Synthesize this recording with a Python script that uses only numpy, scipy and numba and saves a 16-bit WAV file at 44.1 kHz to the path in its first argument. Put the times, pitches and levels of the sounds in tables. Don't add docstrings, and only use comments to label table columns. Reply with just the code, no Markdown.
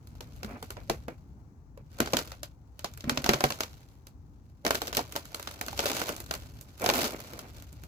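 import sys
import numpy as np
from scipy import signal
from scipy.fft import rfft, irfft, next_fast_len
from scipy.io import wavfile
from scipy.ndimage import uniform_filter1d
from numba import njit

SR = 44100
rng = np.random.default_rng(int(sys.argv[2]) if len(sys.argv) > 2 else 0)


def log_audio(samples):
    frames = np.atleast_2d(samples).T
    limited = np.clip(frames, -1, 1)
    pcm = np.round(limited * 32767).astype(np.int16)
    wavfile.write(sys.argv[1], SR, pcm)


def amplitude_ratio(level_db):
    exponent = np.asarray(level_db, float) / 20
    return 10 ** exponent


N = 347067
TIME_S = np.arange(N) / SR
FREQ_HZ = np.maximum(np.linspace(0, SR / 2, next_fast_len(N // 2 + 1000, True) + 1), 1)
FFT_SIZE = 2 * len(FREQ_HZ) - 2

# start in seconds, snap level in dB before band trims, plate ring re snap in dB,
# top fizz re snap in dB (both before trims), pitch of the breaking piece in Hz.
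FRACTURES = [(0.072, -50.5, -12, 3.5, 343), (0.2067, -34.5, -4.5, -3.5, 550), (0.431, -32.5, -4, -6, 485),
             (0.4463, -35, 1.5, -5, 269), (0.6264, -35, -1, 1, 496), (0.7048, -32.5, -4, -0.5, 540),
             (0.7683, -42.5, 11.5, -24, 516), (0.8975, -19.5, 1, -6.5, 466), (1.082, -37, 10.5, -8, 392),
             (1.7748, -52, 10, -1.5, 470), (1.9865, -39, -5.5, -0.5, 625), (2.003, -15.5, -3, -4, 382),
             (2.0589, -30, -8, -6, 312.5), (2.0733, -30.5, -1, -12.5, 520), (2.1338, -17.5, -1, -5.5, 643),
             (2.1687, -16, -8, -5, 552), (2.189, -23.5, -4.5, -4.5, 434), (2.3179, -33, -10, -9, 560),
             (2.4316, -28.5, -15, -2, 588), (2.7922, -34.5, -12, -3.5, 675), (2.8441, -24, -1, -6, 685),
             (2.937, -45.5, -14.5, 0.5, 290), (2.975, -42.5, -8, 4, 448), (3.0067, -39, -27.5, -4, 460),
             (3.0407, -35.5, 5, -9.5, 260), (3.0952, -15, -10.5, -9, 483), (3.1738, -20, -7, -12.5, 480),
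             (3.2424, -20.5, -8.5, -5.5, 400), (3.262, -19, -7.5, -8.5, 646), (3.2911, -10.5, -2, -8, 424),
             (3.3344, -18, -4.5, -5.5, 543), (3.3406, -20.5, -4.5, -13.5, 436.5), (3.406, -21, -2, -8, 630),
             (3.4395, -13, -3, -6.5, 539), (3.504, -23.5, -6, -4, 536), (3.5217, -27, -13, -6.5, 418),
             (3.606, -20, -6.5, -5, 755), (3.6338, -27.5, -8.5, -4.5, 656), (4.0689, -43, -7.5, 1.5, 403),
             (4.6498, -23, -0.5, -5, 554), (4.6648, -17.5, -5.5, -6, 514), (4.6785, -27, -5, -10, 530),
             (4.707, -15, -7.5, -6, 564), (4.747, -26.5, 1.5, -1, 404), (4.7526, -21, -16.5, -1.5, 430),
             (4.8178, -23.5, -4, -2, 490), (4.871, -32, -27, 2.5, 460), (4.8789, -28, -6, -7.5, 435),
             (4.9282, -27.5, -8, -6, 529), (4.949, -25.5, -17, -0.5, 377), (4.969, -17, -12, -0.5, 420),
             (4.9771, -21.5, -3.5, -14.5, 450), (4.9912, -25.5, -0.5, -10, 700),
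             (5.123, -36.5, -10, 3.5, 450), (5.1542, -31, -0.5, -6, 654), (5.1618, -22.5, -9.5, -0.5, 630),
             (5.254, -40, -11, 2, 520), (5.3453, -27.5, -9, -1, 640), (5.3966, -32.5, -7.5, -1.5, 580),
             (5.4268, -36, -10.5, 3.5, 480), (5.4735, -26, -9, -6, 710), (5.5118, -36.5, -11.5, 0, 600),
             (5.612, -26, -4, 0, 650), (5.6637, -35.5, -2, 3, 470), (5.6829, -27.5, -8.5, -5, 625),
             (5.7293, -35.5, 1.5, -3, 704), (5.7762, -33.5, -17, 0.5, 640), (5.7914, -18, -5, -8, 635),
             (5.803, -25.5, -15, -2, 480), (5.838, -30.5, 3.5, -3.5, 550), (5.8565, -18.5, -6.5, -3.5, 666),
             (5.8637, -24.5, -7.5, -3.5, 506), (5.8981, -24, -6.5, -7, 610), (5.9155, -26, -2, 0, 634),
             (5.9666, -25, -9, -4, 530), (6.0163, -25, -0.5, -5, 500), (6.091, -25, -3, -0.5, 436),
             (6.164, -38.5, -15, 8, 460), (6.2025, -35, -6, 5, 500), (6.3099, -22, -8.5, -2.5, 740),
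             (6.3384, -26.5, -7.5, 0, 630), (6.351, -32, -8.5, -3, 700), (6.611, -44, -4, 9, 463),
             (6.797, -39, -19, 4, 510), (6.818, -38, -3, 9, 583), (6.8413, -34.5, 8.5, 9, 623),
             (6.8611, -15, -5, -7.5, 500), (6.8898, -15, -0.5, -3, 620), (6.899, -16.5, -6, -9.5, 670),
             (6.9364, -22, -6, -4, 630), (6.9516, -31.5, -4.5, 3, 620), (6.9794, -26.5, -4.5, -4, 610),
             (6.9896, -25.5, 0.5, 0, 610), (7.0166, -24, -13, 0, 485), (7.0299, -27.5, -3.5, -4.5, 518),
             (7.1067, -34.5, -5, -2.5, 460), (7.2025, -36.5, -7, 2, 544), (7.3343, -38.5, 2, -0.5, 370),
             (7.3907, -32.5, -11.5, 1, 526), (7.623, -47, -13, 6, 450), (7.7277, -53.5, 5, 10, 343),
             (7.836, -44, -8, 3, 310)]
# time in seconds, load in dB before their offsets.
BOOT_LOAD = [(0.0, -78.5), (0.15, -70.5), (0.5, -64.5), (1.05, -72), (1.5, -89), (1.8, -93.5), (1.97, -58),
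             (2.24, -51.5), (2.56, -92), (2.75, -81.5), (3.05, -64.5), (3.3, -49), (3.62, -57.5),
             (3.75, -65), (4.15, -86.5), (4.62, -82), (4.66, -52.5), (5.0, -54.5), (5.29, -61),
             (5.75, -53.5), (5.86, -39.5), (6.08, -42.5), (6.2, -57.5), (6.42, -61.5), (6.76, -67.5),
             (6.83, -45), (7.06, -35), (7.15, -54), (7.87, -69)]
# frequency in Hz, relative level in dB.
PIECE_MODES = [(150, -4), (245, 7), (330, 0.5), (420, -0.5), (490, -3.5), (570, -2), (680, 5), (800, -0.5),
               (960, 1.5), (1150, -10.5), (1380, -10.5), (1700, -15)]
# frequency in Hz, relative density in dB per Hz.
SNAP_SPECTRUM = [(50, -28.5), (290, -8), (500, -20), (570, -2), (810, -12.5), (1130, -8.5), (1480, -3),
                 (1660, -8.5), (2160, -10.5), (4550, -9.5), (7170, -14.5), (8540, -27.5), (15100, -25),
                 (16500, -56.5)]
# start in seconds,
# upper mode in dB, lower mode in dB, both before the push is smoothed.
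SHEET_THUDS = [(0.537, -32, -50), (0.9, -41.5, -34), (2.011, -23, -32), (2.141, -20.5, -38),
               (3.044, -37, -33), (3.075, -18, -44), (3.12, -22, -34), (3.184, -29, -32.5),
               (3.294, -26, -26), (3.342, -29, -28.5), (3.443, -21, -24), (6.101, -31, -46),
               (6.87, -29, -41)]
# nominal frequency in Hz, T60 in seconds.
SHEET_MODES = [(245, .13), (142, .16)]
# frequency in Hz, relative density in dB per Hz.
SCRAPE_SPECTRUM = [(100, -30), (243, -3), (420, -8), (693, -8), (850, -13), (1470, -15), (1880, -20),
                   (2340, -16), (2850, -29), (6000, -48)]
# start in seconds, length before the fall in seconds, level in dB before it jitters.
SOLE_SLIDES = [(0.451, .12, -46.5), (0.72, .12, -73), (3.05, 0.097, -43), (6.788, .22, -36.5),
               (7.087, 0.39, -52.5)]
# frequency in Hz, relative density in dB per Hz.
TRAFFIC_SPECTRUM = [(12, -51), (20, -47.5), (43, -6), (63, -2), (151, -10.5), (189, -19.5), (212, -19),
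                    (273, -19.5), (361, -31.5), (599, -44.5), (816, -40.5), (3140, -70), (6530, -63),
                    (8650, -74), (16500, -67.5)]
# time in seconds, gain in dB before it wavers.
RUMBLE_SWELL = [(0, -47.5), (1, -48), (2.7, -51), (5.6, -50.5), (7, -49.5), (7.87, -48)]
# frequency in Hz, left minus right in dB.
ICE_TILT = [(100, 2), (700, 0), (1300, -0.5), (2400, -3), (4400, 2), (7000, 3), (9000, -8.5), (15000, -11)]
# frequency in Hz, left minus right in dB.
FAR_TILT = [(40, 6.5), (110, -0.5), (700, 1.5), (1290, 9.5), (4400, 12), (8120, 15.5), (15000, -8)]
# frequency in Hz, lead of the left in radians.
LEFT_LEAD = [(0, 0.5), (1210, -1.65), (1460, -2.5), (5000, -15), (9470, -29.5), (16700, -80.5)]
# frequency in Hz, shared part of the power from 0 to 1.
SHARED_PART = [(30, .58), (60, .9), (130, .93), (260, .88), (500, .93), (900, .7), (2000, .42), (5000, .32),
               (15000, .25)]

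BODY_HZ, FIZZ_HZ = 2600, 8000
T60_AT_250_HZ_S = .125
AGAIN_DB, AGAIN_S = -8, .007
AFTER_DB, AFTER_S = -34, .046
CRACKLE_RE_LOAD_DB = 4
SIZE_SPREAD_DB = 3.2
SCRAPE_RE_LOAD_DB = -3
GRIND_DB, GRIND_S = -16, .026
SLIDE_RISE_S, SLIDE_FALL_S = .03, .09


def on_hz(table):
    hz, value = np.transpose(table)
    return np.interp(np.log(FREQ_HZ), np.log(hz), value)


def ports(shared, own, gain, tilt):
    alike = np.clip(on_hz(SHARED_PART), 0, 1)
    lead = np.exp(1j * np.interp(FREQ_HZ, *np.transpose(LEFT_LEAD)))
    both = rfft(shared, FFT_SIZE) * np.array([lead, np.ones_like(lead)])
    mix = np.sqrt(alike) * both + np.sqrt(1 - alike) * rfft(own, FFT_SIZE)
    side_gain = amplitude_ratio(np.array([[.5], [-.5]]) * on_hz(tilt))
    return irfft(mix * gain * side_gain, FFT_SIZE)[:, :N]


def unit_rms(gain):
    return gain / np.sqrt(np.mean(gain ** 2))


def walk(rate_hz):
    hold = int(SR / rate_hz)
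    steps = np.repeat(rng.standard_normal(N // hold + 1), hold)
    return 1.3 * uniform_filter1d(uniform_filter1d(steps, hold), hold)[:N]


def fade(start_s, level_db, rise_s, fall_s):
    at = np.clip((start_s * SR).astype(int), 0, N - 1)
    kicks = np.bincount(at, amplitude_ratio(2 * level_db), N)
    rise = np.exp(-1 / (rise_s * SR))
    fall = np.exp(-2 / (fall_s * SR))
    return signal.lfilter([1 - rise], np.convolve([1, -rise], [1, -fall]), kicks)


@njit
def ring(out_size, start, size, pole):
    out = np.zeros(out_size)
    for k in range(len(start)):
        z, i, end = size[k], start[k], abs(size[k]) * 3e-3
        while i < out_size and abs(z) > end:
            out[i] += z.imag
            z *= pole[k]
            i += 1
    return out


def strike(start_s, hz, t60_s, size):
    pole = np.exp(2j * np.pi * hz / SR - np.log(1000) / (t60_s * SR))
    return ring(N, (start_s * SR).astype(np.int64).ravel(), size.ravel() + 0j, pole.ravel())


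def ice():
    start_s, snap_db, ring_db, fizz_db, piece_hz = fractures()
    out, colour = 0, amplitude_ratio(on_hz(SNAP_SPECTRUM))
    body = 1 / (1 + (FREQ_HZ / BODY_HZ) ** 6)
    above = 1 / (1 + (FIZZ_HZ / FREQ_HZ) ** 12)
    dull_db = 0.18 * (ring_db + 6.5) + 0.99 * rng.standard_normal(len(start_s))
    # level dB, share of spectrum, rise s, burst s, tail re burst dB, tail s
    bands = [(snap_db - 3.0 + dull_db, body, .0006, .0024, -15, .016),
             (snap_db - 2.5 - dull_db, (1 - body) * (1 - above), .0008, .0024, -16, .014),
             (snap_db + fizz_db + 0.5, above, .0005, .0008, -19, .012)]
    for level_db, share, rise_s, burst_s, tail_db, tail_s in bands:
        stutter = amplitude_ratio(2.5 * walk(300))
        tail = stutter ** 2 * fade(start_s, level_db + tail_db, .0066, tail_s)
        power = np.maximum(fade(start_s, level_db, rise_s, burst_s) + tail, 0)
        noise = np.sqrt(power) * amplitude_ratio(1.2 * walk(1500)) * rng.standard_normal((3, N))
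        out = out + ports(noise[0], noise[1:], unit_rms(colour * np.sqrt(share)), ICE_TILT)
    tone = plate(start_s, snap_db + ring_db - 2.5, piece_hz) + sheet()
    later = np.array([np.roll(tone, 95), np.roll(tone, 50)])
    return out + ports(tone, later, np.ones_like(FREQ_HZ), ICE_TILT)


def fractures():
    chance = rng.random((3000, 5))
    start_s = chance[:, 0] * N / SR
    size_db = -SIZE_SPREAD_DB * np.log(np.e * (.01 + chance[:, 1]))
    snap_db = np.interp(start_s, TIME_S, load()) + CRACKLE_RE_LOAD_DB + size_db
    ring_db, fizz_db = -12 + 6 * chance[:, 2], -7 + 9 * chance[:, 3]
    small = [start_s, snap_db, ring_db, fizz_db, 300 + 500 * chance[:, 4]]
    return np.hstack([np.transpose(FRACTURES), small])


def load():
    start_s, snap_db = np.transpose(FRACTURES)[:2]
    boots = amplitude_ratio(2 * np.interp(TIME_S, *np.transpose(BOOT_LOAD)))
    return 10 * np.log10(boots + fade(start_s, snap_db + AFTER_DB, .002, AFTER_S))


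def plate(start_s, level_db, piece_hz, octaves=0.59, spread=0.088, uneven_db=3):
    hz, mode_db = np.transpose(PIECE_MODES)
    chance = rng.standard_normal((len(start_s), 6, len(hz)))
    distance = np.log2(hz / piece_hz[:, None]) / octaves
    near = amplitude_ratio(mode_db) * np.exp(-.5 * distance ** 2)
    near = near * amplitude_ratio(level_db[:, None]) / np.sqrt(np.sum(near ** 2, axis=1, keepdims=True))
    t60_s = T60_AT_250_HZ_S * (250 / hz) ** .6 + 0 * near
    first = -near * amplitude_ratio(uneven_db * chance[:, 0]) * np.exp(.8j * chance[:, 1])
    out = strike(start_s[:, None] + 0 * near, hz * np.exp(spread * chance[:, 2]), t60_s, first)
    late_s = start_s[:, None] + AGAIN_S * abs(chance[:, 3])
    again = near * amplitude_ratio(AGAIN_DB) * chance[:, 5]
    return out + strike(late_s, hz * np.exp(spread * chance[:, 4]), t60_s, again)


def sheet(push_s=.002):
    table, (hz, t60_s) = np.array(SHEET_THUDS), np.transpose(SHEET_MODES)
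    flat = np.ones((len(table), 2))
    wobble = np.exp(0.012 * rng.standard_normal(flat.shape))
    tone = strike(table[:, :1] * flat, hz * wobble, t60_s * flat, -amplitude_ratio(table[:, 1:]))
    return uniform_filter1d(tone, int(push_s * SR))


def sole():
    start_s, snap_db, ring_db = np.transpose(FRACTURES)[:3]
    power = amplitude_ratio(2 * (np.interp(TIME_S, *np.transpose(BOOT_LOAD)) + SCRAPE_RE_LOAD_DB))
    power = power + fade(start_s, snap_db + ring_db + GRIND_DB, .0027, GRIND_S)
    for slide_s, length_s, slide_db in SOLE_SLIDES:
        rise = (TIME_S - slide_s) / SLIDE_RISE_S
        fall = 1 + (slide_s + length_s - TIME_S) / SLIDE_FALL_S
        power = power + amplitude_ratio(2 * slide_db) * np.clip(np.minimum(rise, fall), 0, 1) ** 4
    slips = np.sqrt(power) * amplitude_ratio(2.8 * walk(60) + 2.6 * walk(500))
    noise = slips * rng.standard_normal((3, N))
    return ports(noise[0], noise[1:], unit_rms(amplitude_ratio(on_hz(SCRAPE_SPECTRUM))), ICE_TILT)


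def traffic():
    noise = rng.standard_normal((3, N))
    gain = unit_rms(amplitude_ratio(on_hz(TRAFFIC_SPECTRUM)))
    low = 1 / (1 + (FREQ_HZ / 400) ** 4)
    swell_db = np.interp(TIME_S, *np.transpose(RUMBLE_SWELL))
    bass = ports(noise[0], noise[1:], gain * low, FAR_TILT) * amplitude_ratio(swell_db + 1.5 * walk(10))
    hiss = ports(noise[0], noise[1:], gain * (1 - low), FAR_TILT) * amplitude_ratio(-41.5 + 1.0 * walk(3.2))
    return bass + hiss


def scene():
    return ice() + sole() + traffic()


def top_cut(x):
    return signal.sosfilt(signal.butter(12, 17150, fs=SR, output="sos"), x)


def record(dry):
    cut = signal.butter(2, 38., "high", fs=SR, output="sos")
    mix = signal.sosfilt(cut, dry)
    return top_cut(mix)


dry = scene()
out = record(dry)
log_audio(out)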